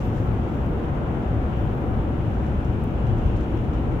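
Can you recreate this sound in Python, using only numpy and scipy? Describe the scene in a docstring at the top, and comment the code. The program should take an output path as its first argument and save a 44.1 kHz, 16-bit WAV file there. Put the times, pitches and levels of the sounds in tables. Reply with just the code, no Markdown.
"""Inside a car at a steady speed, windows shut. All along, the road shakes the body into a low boom,
the tyres roar and air hisses past. At the start a towel rustles faintly close by, thin high squeaks
begin to come and go, and the cabin briefly hums. From about 1.3 s the wheels thud softly over three
bumps. The towel is then shifted in short brushes, with one tick. Just after 3 s come two more bumps,
the body shudders, and a droning trim panel grows louder towards the end."""
import sys
import numpy as np
from scipy import signal
from scipy.fft import rfft, irfft
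from scipy.io import wavfile
from scipy.ndimage import uniform_filter1d

SR = 44100
rng = np.random.default_rng(int(sys.argv[2]) if len(sys.argv) > 2 else 0)


def transcribe(signal):
    """Save signal, clipped to [-1, 1], as a 16-bit WAV file at the path in sys.argv[1]."""
    frames = np.atleast_2d(signal).T
    limited = np.clip(frames, -1, 1)
    pcm = np.round(limited * 32767).astype(np.int16)
    wavfile.write(sys.argv[1], SR, pcm)


N = 176400
TIME = np.arange(N) / SR
FREQS = np.maximum(np.arange(N // 2 + 1) * SR / N, 1)

# how much louder the left side is than the right: pitch_hz, left_minus_right_db
LEFT_RIGHT_BALANCE = [(40, -0.5), (80, 3), (125, 5), (170, 2.5), (220, -1), (310, 0.5), (420, 2.5),
                      (760, -0.2), (1100, 1.5), (1600, 7), (2900, 3.5), (4000, 1), (4800, -2.5), (7000, 0),
                      (11000, 1), (13000, 0)]


def from_db(db):
    """Turn decibels into a number to multiply a sound by."""
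    return 10 ** (np.asarray(db) / 20)


def pan(left_minus_right_db):
    """Left and right gains that lean a sound to one side."""
    return from_db(np.array([[.5], [-.5]]) * left_minus_right_db)


def over_time(points):
    """Join (time, value) points with straight lines, giving a value for every sample."""
    return np.interp(TIME, *np.transpose(points))


def over_pitch(points):
    """Join (pitch, value) points on an octave scale, giving a value for every frequency."""
    pitch_hz, value = np.transpose(points)
    return np.interp(np.log(FREQS), np.log(pitch_hz), value)


def drift(rate_hz):
    """A random wobble of typical size 1, mostly slower than the given rate."""
    wobble = irfft(rfft(rng.standard_normal(N)) / (1 + (FREQS / rate_hz) ** 2), N)
    return wobble / wobble.std()


def burst(start_s, attack_s, decay_s):
    """A level that rises quickly, then dies away."""
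    age = np.maximum(TIME - start_s, 0)
    return np.minimum(age / attack_s, 1) * np.exp(-np.maximum(age - attack_s, 0) / decay_s)


def swell(centre_s, half_length_s):
    """A level that rises and falls smoothly, in a bell shape."""
    return np.exp(-((TIME - centre_s) / half_length_s) ** 2)


def resonances(modes, order=1):
    """Gain at each frequency of parts that ring at their own pitches; a higher order is steeper."""
    power = 0
    for pitch_hz, width_hz, level_db in modes:
        off_pitch = (FREQS ** 2 - pitch_hz ** 2) / (FREQS * width_hz)
        power = power + from_db(level_db) ** 2 / (1 + off_pitch ** 2) ** order
    return np.sqrt(power)


def cabin_noise(colour):
    """Stereo noise with a given gain at each frequency: the sides match in the bass, not the treble."""
    # how alike left and right are: pitch_hz, likeness (1 the same, 0 unrelated, -1 opposite)
    side_likeness = [(35, .99), (95, .975), (140, .89), (210, .93), (330, .89), (540, .52), (690, .68),
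                     (850, .4), (1100, -.15), (1400, -.03), (1750, -.25), (2300, 0), (12000, -.03)]
    alike = over_pitch(side_likeness)
    common, difference = rfft(rng.standard_normal((2, N))) * np.sqrt(SR / 4)
    pair = np.sqrt(1 + alike) * common + np.array([[1], [-1]]) * np.sqrt(1 - alike) * difference
    return irfft(pair * colour * pan(over_pitch(LEFT_RIGHT_BALANCE)), N)


def steadied(pair, span_s):
    """Even out a noise's loudness over stretches longer than the given span."""
    power = uniform_filter1d(np.mean(pair ** 2, axis=0), int(span_s * SR), mode="wrap")
    return pair * np.sqrt(power.mean() / power)


def shaken(modes, steady_s):
    """The car's low resonances ringing under steady random shaking."""
    bottom_hz, top_hz = 24, 176
    bass_band = 1 / np.sqrt((1 + (FREQS / top_hz) ** 8) * (1 + (bottom_hz / FREQS) ** 6))
    return steadied(cabin_noise(resonances(modes, order=2) * bass_band), steady_s)


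def air():
    """Air rushes along the windows, fluttering slightly, over a faint even hiss."""
    # tone of the rushing air: pitch_hz, level_db_per_hz
    rush_colour = [(500, -100), (1400, -84.5), (2500, -84), (2950, -86.5), (3500, -91), (4100, -99),
                   (4800, -104), (6000, -104), (7400, -107), (8800, -119), (16000, -130)]
    # tone of the faint hiss: pitch_hz, level_db_per_hz
    hiss_colour = [(3000, -112), (10500, -111), (11900, -108), (13000, -111), (15600, -111)]
    flutter_db = 0.73 * drift(rate_hz=30)
    rush = cabin_noise(from_db(over_pitch(rush_colour))) * from_db(flutter_db)
    return rush + cabin_noise(from_db(over_pitch(hiss_colour)))


def squeaks():
    """Very faint high squeaks to the right: narrow bands of noise that slide and waver in pitch."""
    # one squeak a row: centre_s, half_length_s, pitch_hz, glide_hz_per_s, width_hz, level_db
    thin_squeaks = [(.06, 0.032, 13200, 0, 300, -62), (.16, .09, 13700, 2998, 1500, -69.5),
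                    (.255, .04, 13050, -17000, 220, -72), (.335, .015, 13000, 20000, 200, -67),
                    (.54, .04, 15250, 0, 300, -69), (.67, .06, 12800, -6000, 130, -71.5),
                    (1.62, .07, 12550, 1000, 700, -70), (1.79, .13, 12850, 499, 450, -74),
                    (2.895, .012, 14100, 0, 150, -71), (3.55, .045, 12550, -10000, 130, -71.5)]
    waver_hz = 90 * drift(rate_hz=30)
    noise = rng.standard_normal((2, N)) + 1j * rng.standard_normal((2, N))
    out = np.zeros((2, N))
    for centre_s, half_length_s, pitch_hz, glide_hz_per_s, width_hz, level_db in thin_squeaks:
        near = np.abs(TIME - centre_s) < 2 * half_length_s
        path_hz = pitch_hz + glide_hz_per_s * (TIME[near] - centre_s) + waver_hz[near]
        low_pass = signal.butter(2, width_hz / 2, fs=SR, output="sos")
        slow_noise = signal.sosfilt(low_pass, noise[:, near])
        tone = np.exp(2j * np.pi * np.cumsum(path_hz) / SR)
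        airy_tone = np.real(slow_noise / slow_noise.std() * tone)  # moves the noise up to the pitch
        out[:, near] += from_db(level_db) * swell(centre_s, half_length_s)[near] * airy_tone
    return out * pan(left_minus_right_db=-9)


def towel_tick():
    """The towel gives one tiny bright tick as it is shifted."""
    snap = rng.standard_normal((2, N)) * burst(start_s=2.8384, attack_s=.0005, decay_s=.0025)
    high_pass = signal.butter(2, 7160, "high", fs=SR, output="sos")
    return from_db(-46) * signal.sosfilt(high_pass, snap + 1e-18)


def towel_rustle():
    """The towel's fibres rub with a grainy sound and short brushes, over a duller sliding."""
    # tone of the rubbing fibres: pitch_hz, level_db_per_hz
    fibre_colour = [(1000, -112), (3000, -100), (4700, -102), (5900, -99), (7500, -103.5), (9300, -114),
                    (15000, -118)]
    # how briskly the towel moves: time_s, gain_db
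    movement = [(0, 5.5), (.11, -4), (.17, 3), (.32, -10), (.55, -4), (.7, -13), (1.42, -16), (1.57, -7.5),
                (2.05, -21), (2.4, -6.5), (2.85, -14), (3.05, -7.5), (3.38, -4), (3.48, -10), (3.7, -10),
                (4, -14)]
    # short brushes of the towel: start_s, gain_db
    strokes = [(2.262, -2), (2.335, -3), (2.46, 0), (2.644, 2), (3.064, 1), (3.179, 2), (3.26, 0),
               (3.361, 4), (3.404, 4), (3.428, 1), (3.568, 2), (3.731, 3)]
    # tone of the sliding cloth: pitch_hz, level_db_per_hz
    slide_colour = [(1200, -108), (2300, -89), (2900, -80.5), (3500, -91.5), (4300, -106), (8000, -130)]
    # how strongly it slides: time_s, gain_db
    slide_strength = [(0, -8.5), (1.2, -7), (1.45, -13), (1.56, 0.5), (1.75, -10.5), (2.95, -6), (3.08, -3),
                      (3.15, -5), (3.27, 0), (3.4, -3), (3.48, -7), (3.58, 0), (3.63, -12), (3.78, -2),
                      (3.9, -18)]
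    grain_db = -0.5 * drift(rate_hz=110)
    rub = from_db(over_time(movement) + grain_db)
    brushes = sum(from_db(db) * burst(start_s, attack_s=.004, decay_s=.0075) for start_s, db in strokes)
    slide = cabin_noise(from_db(over_pitch(slide_colour))) * from_db(over_time(slide_strength))
    fibres = cabin_noise(from_db(over_pitch(fibre_colour)))
    return fibres * (rub + brushes) + slide


def trim_panel():
    """A trim panel is shaken into a narrow drone that grows towards the end."""
    # where the panel rings: pitch_hz, width_hz, level_db_per_hz
    panel_modes = [(315.6, 9.3, -51), (349, 15, -57.5)]
    # how strongly it drones: time_s, gain_db
    drone_strength = [(0, -4.5), (2.8, -2), (3.5, 3)]
    drone = steadied(cabin_noise(resonances(panel_modes, order=2)), span_s=0.21)
    return drone * from_db(over_time(drone_strength))


def tyres():
    """The rolling tyres make a steady low roar, and higher tread noise that follows the road surface."""
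    # tone of the roar heard through the body: pitch_hz, level_db_per_hz
    roar_colour = [(15, -57.5), (110, -53), (160, -51), (190, -54), (250, -55.5), (350, -56.5),
                   (430, -60.5), (520, -62), (640, -66.5), (900, -67), (1150, -71), (1500, -76.5),
                   (1900, -83.5), (6000, -125)]
    # where the tread and the air inside the tyres ring: pitch_hz, width_hz, level_db_per_hz
    tyre_modes = [(215.2, 38, -53.5), (240, 27, -57.5), (469, 29, -63.5), (580.4, 9.8, -61), (745, 33, -63),
                  (1333, 12, -68), (1494, 14, -75.5)]
    # how the road surface changes the tread noise: time_s, gain_db
    road_surface = [(0, 0), (.5, 0.5), (1.2, 2.24), (1.55, 0.5), (1.95, 1.5), (2.2, -0.4), (2.5, 0.5),
                    (2.88, -1), (3.08, 1), (3.65, -1), (4, 0.6)]
    tread_from_hz, muffled_from_hz, steady_s = 439, 1700, 0.14
    muffling = 1 / np.sqrt(1 + (FREQS / muffled_from_hz) ** 8)
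    colour = np.hypot(from_db(over_pitch(roar_colour)), resonances(tyre_modes) * muffling)
    low_share = 1 / (1 + (FREQS / tread_from_hz) ** 8)
    roar = steadied(cabin_noise(colour * np.sqrt(low_share)), steady_s)
    tread = steadied(cabin_noise(colour * np.sqrt(1 - low_share)), steady_s)
    return roar + tread * from_db(over_time(road_surface))


def cabin_hum():
    """One cabin resonance swells into a clean low tone and sinks back."""
    pitch_hz, level_db = 111, -28
    balance_db = np.interp(pitch_hz, *np.transpose(LEFT_RIGHT_BALANCE))
    tone = np.sin(2 * np.pi * (pitch_hz * TIME + rng.random()))
    return from_db(level_db) * pan(balance_db) * swell(centre_s=0.36, half_length_s=0.16) * tone


def bumps():
    """The suspension thuds over bumps, sharper ones sounding higher; late on, the body shudders."""
    # bumps in the road: centre_s, half_length_s, gain_db, sharpness_db_per_octave
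    road_bumps = [(1.344, 0.11, -3, 0), (1.647, 0.045, -0.5, -1.5), (1.958, 0.069, -3.5, 0),
                  (3.092, 0.061, -1, 1), (3.294, 0.072, -0.5, -4)]
    # where the suspension rings after a bump: pitch_hz, width_hz, level_db_per_hz
    thud_modes = [(68, 38, -36), (112, 30, -39)]
    # where the body shudders: pitch_hz, width_hz, level_db_per_hz
    shudder_modes = [(36, 17, -39.5)]
    lowest_hz, steady_s = thud_modes[0][0], 0.034
    thuds = 0
    for centre_s, half_length_s, gain_db, sharpness in road_bumps:
        modes = [(hz, width, db + sharpness * np.log2(hz / lowest_hz)) for hz, width, db in thud_modes]
        thuds = thuds + shaken(modes, steady_s) * from_db(gain_db) * swell(centre_s, half_length_s)
    shudder = shaken(shudder_modes, steady_s) * burst(start_s=3.02, attack_s=.1, decay_s=0.51)
    return thuds + shudder


def body_boom():
    """The road shakes the suspension and the cabin, and they boom at their own low pitches."""
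    # where the suspension and cabin ring: pitch_hz, width_hz, level_db_per_hz
    boom_modes = [(35, 16, -47.5), (58.7, 18.5, -40.5), (75.1, 15.7, -43), (102.2, 11, -45),
                  (112.8, 23.5, -46), (131, 28.5, -47)]
    # how hard the road shakes the body: time_s, gain_db
    road_shaking = [(0, -1.5), (.3, 0), (.55, -3.5), (.7, 1.5), (.82, -8), (.95, 0), (1.18, -6), (1.45, -1),
                    (1.8, -3.5), (2.48, .5), (2.92, -1), (3.2, -0.5), (3.45, -3), (3.75, .5)]
    return shaken(boom_modes, steady_s=0.21) * from_db(over_time(road_shaking))


def scene():
    """Everything heard in the cabin, added together."""
    car = body_boom() + bumps() + cabin_hum() + tyres() + trim_panel() + air()
    return car + towel_rustle() + towel_tick() + squeaks()


def record(dry):
    """Fade both ends quickly and cut off the very highest treble."""
    fade_s, cutoff_hz = .004, 15700
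    from_edge_s = np.minimum(TIME, TIME[-1] - TIME)
    fade = np.sin(np.pi / 2 * np.minimum(from_edge_s / fade_s, 1)) ** 2
    steep_low_pass = signal.ellip(12, .1, 80, cutoff_hz, fs=SR, output="sos")
    return signal.sosfilt(steep_low_pass, dry * fade)


dry = scene()
out = record(dry)
transcribe(out)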